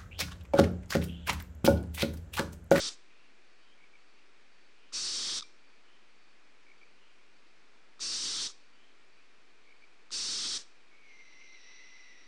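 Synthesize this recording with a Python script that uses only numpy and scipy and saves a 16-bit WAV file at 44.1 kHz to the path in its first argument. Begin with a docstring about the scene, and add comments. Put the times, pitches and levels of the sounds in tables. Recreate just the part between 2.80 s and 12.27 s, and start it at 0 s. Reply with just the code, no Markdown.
"""A harsh hiss, already under way: a barn owl chick in a nest box, so close to a small camera microphone
that the amplifier overloads. It hisses four times: turbulent air in the throat's resonances, rung on by
the box, with beak clicks as it opens and shuts. Outside and well off the microphone, over a steady
background hiss: tree frogs, a cricket, faint whistles and, at the end, a far owl's long screech."""
import sys
import numpy as np
from scipy import signal
from scipy.io import wavfile

SR = 44100
rng = np.random.default_rng(int(sys.argv[2]) if len(sys.argv) > 2 else 0)


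def unload_wav(signal):
    """Save mono or channel-first audio to the path in sys.argv[1] as 16-bit WAV at rate SR, clipped to [-1, 1]."""
    wavfile.write(
        sys.argv[1],
        SR,
        np.round(np.clip(np.atleast_2d(signal).T, -1, 1) * 32767).astype(np.int16),
    )


N = 417627

# spectrum of the steady background outside the box: frequency_hz, relative_db
BACKGROUND_SPECTRUM = [(40, -13.5), (145, -11.5), (190, -4.5), (270, -1), (430, 0.5), (540, -4.5),
                       (880, -5), (1200, -3), (1900, -3), (3400, -8), (4600, -9.5), (8300, -22),
                       (10000, -29.5), (12000, -47.5)]
# croaks of one far tree frog: first_note_last_pulse_s, peak_db
FROG_CROAKS = [(1.041, -52.5), (3.918, -51.3), (6.926, -52.3)]
# the two notes of each croak: last_pulse_delay_s, pulse_count, pitch_hz
FROG_NOTES = [(0, 4, 2260), (.115, 2, 2320)]
# chirps of a distant cricket: middle_s
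CRICKET_CHIRPS = [.76, 1.3, 1.819, 2.88, 3.45, 4.06, 4.638, 5.89, 6.391, 6.971]
# faint whistles a long way off: middle_s, length_s, middle_pitch_hz
FAR_WHISTLES = [(.398, 0.35, 2680), (.878, .27, 3130), (1.398, 0.16, 2630), (2.053, 0.36, 2950),
                (3.121, 0.25, 3010), (4.262, .3, 2950), (6.029, 0.33, 3050), (6.4, 0.15, 2620)]
# course of the far owl's voice: time_s, pitch_hz, level_db (before the whistle's and bands' own gains)
SCREECH_CONTOUR = [(8.1, 2198, -73), (8.14, 2244, -63), (8.206, 2270, -67), (8.314, 2148, -56),
                   (8.352, 2094, -62), (8.406, 2117, -55.5), (8.44, 2060, -62), (8.58, 2040, -61),
                   (8.622, 2127, -56), (8.668, 2067, -61), (8.762, 2062, -57.5), (8.8, 1980, -64),
                   (8.986, 2019, -57), (9.202, 2026, -59), (9.346, 1970, -60.5), (9.46, 1966, -64)]
# hoarse bands beside its whistle: pitch_multiple, width_hz, relative_db
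SCREECH_HOARSE_BANDS = [(1.01, 132, -6), (1.1, 347, -7.5), (1.34, 500, -13.5)]
# resonances of its rasp: centre_hz, width_hz, relative_db
SCREECH_RASP_BANDS = [(2690, 500, -2.5), (3460, 250, -11), (3960, 420, -2.5), (4630, 300, -9.5),
                      (5420, 290, -6.5), (5750, 210, -2), (6030, 120, -7.5)]
# spectrum of the soft rush of air under each hiss: frequency_hz, relative_db
RUSH_SPECTRUM = [(150, -13), (700, 0), (1300, -6.5), (2400, -3), (3600, 2.5), (5500, 5), (7500, 2),
                 (9500, -9), (12000, -7)]
# beak clicks and one squeak at the microphone: middle_s, peak_db (before overload), length_s, overtone_db
BEAK_CLICKS = [(2.124, -44, .004, -2), (2.5955, -25, .005, 20), (2.5995, -24, .004, 20),
               (2.609, -24, .003, 18), (2.6265, -30, .012, 8), (5.195, -40, .004, 0),
               (5.679, -28, .004, 20), (5.702, -49, .007, -8), (7.307, -35, .003, 2)]
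# overtones of each click: pitch_multiple, relative_db
CLICK_OVERTONES = [(3, -3.5), (4, -6.5), (5, -15), (6, -19)]
# the chick's steady throat resonances: centre_hz, width_hz, relative_db
THROAT_RESONANCES = [(3760, 620, -2), (4170, 500, -5), (4590, 520, 0), (5250, 420, -1), (5620, 560, -2),
                     (6150, 400, -4), (6720, 420, -11), (7280, 380, -8), (8200, 750, -10), (8900, 700, -15)]
# its lowest resonance, rising as the beak opens: share_of_hiss, centre_hz, relative_db
GAPE_RESONANCE = [(0, 2614, -9), (.25, 2701, -15), (.45, 3194, -10), (.75, 3304, -2.5), (1, 3295, -7)]
# hisses at the microphone: start_s, end_s, level_db (before overload), air_linger_s
CHICK_HISSES = [(-.37, 0.097, -23, .065), (2.123, 2.594, -22, .015), (5.196, 5.678, -22.5, 0.051),
                (7.31, 7.782, -22, 0.061)]
# tone of the camera's amplifier after the overload: frequency_hz, gain_db
AMPLIFIER_TONE = [(30, -11), (130, -3), (280, 3), (420, 2), (700, -9.5), (1250, 1), (2000, -2.5),
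                  (3500, -2), (6000, -1), (8500, -2.5), (10000, -6), (11000, -20), (12000, -28)]


def gain_of(db):
    """Decibels to amplitude."""
    return 10 ** (np.asarray(db) / 20)


def unit_rms(x):
    """Scales to rms 1."""
    return x / np.sqrt(np.mean(x ** 2) + 1e-20)


def add(mix, start_s, sound):
    """Mixes a sound in from start_s, dropping what falls outside the mix."""
    at = round(start_s * SR)
    sound = sound[max(-at, 0):]
    part = mix[max(at, 0):][:len(sound)]
    part += sound[:len(part)]


def coloured(x, spectrum, size=4096):
    """A minimum-phase filter through (frequency_hz, gain_db) points."""
    hz, db = np.transpose(spectrum)
    bin_hz = abs(np.fft.fftfreq(size, 1 / SR))
    log_gain = np.log(gain_of(np.interp(np.log(bin_hz + 1), np.log(hz), db)))
    taps = np.fft.ifft(np.exp(np.conj(signal.hilbert(log_gain)))).real
    return signal.oaconvolve(x, taps)[:len(x)]


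def turbulence(hz, width_hz, count):
    """Noise in a steep resonance that may glide, rms 1."""
    pole = np.exp(-np.pi * abs(width_hz) / SR)
    noise = rng.standard_normal(count) + 1j * rng.standard_normal(count)
    band = signal.lfilter([1], np.poly([pole, pole]), noise)
    carrier = np.exp(2j * np.pi * np.cumsum(hz * np.ones(count)) / SR)
    return unit_rms((band * carrier).real)


def waver(hz, count):
    """A random wobble at about hz, rms 1."""
    return turbulence(hz, hz, count)


def echoes(x, t60_s, wet_db):
    """Dense, dying reflections of x."""
    t = np.arange(SR) / SR
    tail = rng.standard_normal(len(t)) * gain_of(-60 * t / t60_s)
    return gain_of(wet_db) * signal.fftconvolve(x, tail / np.linalg.norm(tail))[:N]


def background(hiss_db=-65.5, chorus_db=-73):
    """A steady hiss outside, with a frog chorus so far off that it blurs into one band."""
    steady_hiss = unit_rms(coloured(rng.standard_normal(N), BACKGROUND_SPECTRUM))
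    chorus = turbulence(hz=2400, width_hz=450, count=N)
    return gain_of(hiss_db) * steady_hiss + gain_of(chorus_db) * chorus


def tree_frog(pulse_spacing_s=.0165, pulse_s=.01, growth_db=2):
    """One far frog: each note is a quick train of growing pulses that ring the vocal sac."""
    out = np.zeros(N)
    t = np.arange(0, pulse_s, 1 / SR)
    for croak_s, peak_db in FROG_CROAKS:
        for delay_s, count, hz in FROG_NOTES:
            pulse = np.sin(2 * np.pi * hz * t) * np.hanning(len(t))
            for k in range(count):  # counted back from the last, loudest pulse
                middle_s = croak_s + delay_s - k * pulse_spacing_s
                add(out, middle_s - pulse_s / 2, gain_of(peak_db - k * growth_db) * pulse)
    return out + echoes(out, t60_s=.48, wet_db=-8)


def cricket(middle_s, hz=4560, width_hz=90, db=-77, length_s=.27, strokes_per_s=42):
    """A train of wing strokes on one narrow tone, half smeared by distance."""
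    t = np.arange(0, length_s, 1 / SR)
    strokes = .5 + .5 * np.sin(np.pi * strokes_per_s * t) ** 2
    chirp = strokes * turbulence(hz, width_hz, len(t)) * signal.windows.tukey(len(t), .5)
    return middle_s - length_s / 2, gain_of(db) * chirp


def far_whistle(middle_s, length_s, hz, width_hz=380, rise_hz_per_s=1150, db=-72.5):
    """A short rising whistle, blurred by distance."""
    t = np.arange(-length_s / 2, length_s / 2, 1 / SR)
    whistle = turbulence(hz + rise_hz_per_s * t, width_hz, len(t))
    return middle_s - length_s / 2, gain_of(db) * whistle * signal.windows.tukey(len(t), .8)


def screech_rasp(t, pitch_hz, start_s=8.2, attack_s=.11, crest_s=8.89, db=-63.5):
    """Noise in resonances that follow the far owl's pitch a little; it swells to one crest and fades."""
    swell_db_per_s, fade_db_per_s = 16.5, 9
    lift = (pitch_hz / np.median(pitch_hz)) ** .5
    rasp = sum(gain_of(band_db) * turbulence(hz * lift, width_hz, len(t))
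               for hz, width_hz, band_db in SCREECH_RASP_BANDS)
    swell_db = np.minimum(swell_db_per_s * (t - crest_s), fade_db_per_s * (crest_s - t))
    attack = np.clip((t - start_s) / attack_s, 0, 1)
    return gain_of(db + swell_db) * attack * rasp


def far_screech(whistle_db=-2, jitter_hz=42, hoarse_db=-2):
    """A far owl: an unsteady, sinking whistle with hoarse bands beside it and a rasp above."""
    time_s, contour_hz, level_db = np.transpose(SCREECH_CONTOUR)
    t = np.arange(time_s[0], N / SR, 1 / SR)
    pitch_hz = np.interp(t, time_s, contour_hz)
    unsteady_hz = pitch_hz + jitter_hz * waver(hz=60, count=len(t))
    whistle = np.sqrt(2) * np.sin(2 * np.pi * np.cumsum(unsteady_hz) / SR)
    hoarse = sum(gain_of(band_db) * turbulence(multiple * pitch_hz, width_hz, len(t))
                 for multiple, width_hz, band_db in SCREECH_HOARSE_BANDS)
    voice = gain_of(whistle_db) * whistle + gain_of(hoarse_db) * hoarse
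    voice *= gain_of(np.interp(t, time_s, level_db))
    return time_s[0], voice + screech_rasp(t, pitch_hz)


def outside():
    """Everything beyond the box, well off the microphone."""
    out = background() + tree_frog()
    for row in FAR_WHISTLES:
        add(out, *far_whistle(*row))
    for middle_s in CRICKET_CHIRPS:
        add(out, *cricket(middle_s))
    add(out, *far_screech())
    return out


def after_ring(start_s=2.634, hz=2360, db=-52, t60_s=.22):
    """A faint tone that rings on after the chick's squeak."""
    t = np.arange(0, t60_s, 1 / SR)
    return start_s, gain_of(db - 60 * t / t60_s) * np.sin(2 * np.pi * hz * t)


def air_rush(start_s, end_s, linger_s, db=-43, onset_s=.009):
    """Air starts to flow with the hiss and runs on for a moment after the throat lets go."""
    t = np.arange(0, end_s + linger_s - start_s, 1 / SR)
    flow = np.minimum(t / onset_s, 1) * np.minimum((t[-1] - t) / linger_s, 1)
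    air = unit_rms(coloured(rng.standard_normal(len(t)), RUSH_SPECTRUM))
    return start_s, gain_of(db) * air * flow


def beak_click(middle_s, peak_db, length_s, overtone_db, pitch_hz=1230, sag=.27):
    """A few cycles of a sagging pitch, its overtones lifted by the throat."""
    position = np.linspace(-.5, .5, int(length_s * SR))
    phase = 2 * np.pi * np.cumsum(pitch_hz * (1 - sag * position)) / SR
    overtones = sum(gain_of(db) * np.sin(multiple * phase + rng.uniform(0, 2 * np.pi))
                    for multiple, db in CLICK_OVERTONES)
    tone = (np.sin(phase) + gain_of(overtone_db) * overtones) * np.cos(np.pi * position) ** 2
    return middle_s - length_s / 2, gain_of(peak_db) * tone / abs(tone).max()


def hiss(start_s, end_s, level_db, rise_s=.032, fall_s=.008, gape_width_hz=480):
    """Voiceless air through the throat's resonances; the beak opens wider as the hiss goes on."""
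    t = np.arange(0, end_s - start_s, 1 / SR)
    progress = t / t[-1]
    # the lower resonances come out only once the beak is well open
    muffled_below_hz, shut_db, open_share = 4300, -5, .88
    muffle_db = np.interp(progress, [0, open_share], [shut_db, 0])
    air = np.zeros(len(t))
    for hz, width_hz, db in THROAT_RESONANCES:
        band = np.sqrt(width_hz) * turbulence(hz, width_hz, len(t))
        air += gain_of(db + muffle_db * (hz < muffled_below_hz)) * band
    share, gape_hz, gape_db = np.transpose(GAPE_RESONANCE)
    lowest_hz = np.interp(progress, share, gape_hz)
    lowest_band = np.sqrt(gape_width_hz) * turbulence(lowest_hz, gape_width_hz, len(t))
    air += gain_of(np.interp(progress, share, gape_db)) * lowest_band
    pressure = np.minimum(t / rise_s, 1) * np.minimum((t[-1] - t) / fall_s, 1)
    return start_s, gain_of(level_db) * unit_rms(air) * pressure ** 2


def chick():
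    """The chick, right at the microphone; the box rings briefly, the space around it longer."""
    out = np.zeros(N)
    for start_s, end_s, level_db, linger_s in CHICK_HISSES:
        add(out, *hiss(start_s, end_s, level_db))
        add(out, *air_rush(start_s, end_s, linger_s))
    for row in BEAK_CLICKS:
        add(out, *beak_click(*row))
    add(out, *after_ring())
    box = echoes(out, t60_s=.13, wet_db=-23)
    surroundings = echoes(out, t60_s=.43, wet_db=-30.5)
    return out + box + surroundings


def overload(x, ceiling_db=-32, bias=.13, waver_db=.39):
    """The amplifier flattens peaks lopsidedly; difference tones add a low rasp, and the level wavers."""
    ceiling = gain_of(ceiling_db)
    flattened = ceiling * (np.tanh(x / ceiling + bias) - np.tanh(bias))
    radius, delayed_hz = .72, 7800
    feedback = np.array([1, -2 * radius * np.cos(2 * np.pi * delayed_hz / SR), radius ** 2])
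    delayed = signal.lfilter(feedback[::-1], feedback, flattened)
    return coloured(delayed, AMPLIFIER_TONE) * gain_of(waver_db * waver(hz=9.1, count=N))


def scene():
    """One microphone in the nest box; only the chick is near enough to overload the amplifier."""
    return (overload(chick()) + outside())[None]


def record(dry, dc_offset=-.0028, band_limit_hz=12100):
    """The camera adds a small steady offset and cuts off the top treble."""
    lowpass = signal.firwin(511, band_limit_hz, window=("kaiser", 9), fs=SR)
    return signal.oaconvolve(dry + dc_offset, lowpass[None], "same")


dry = scene()
out = record(dry)
unload_wav(out)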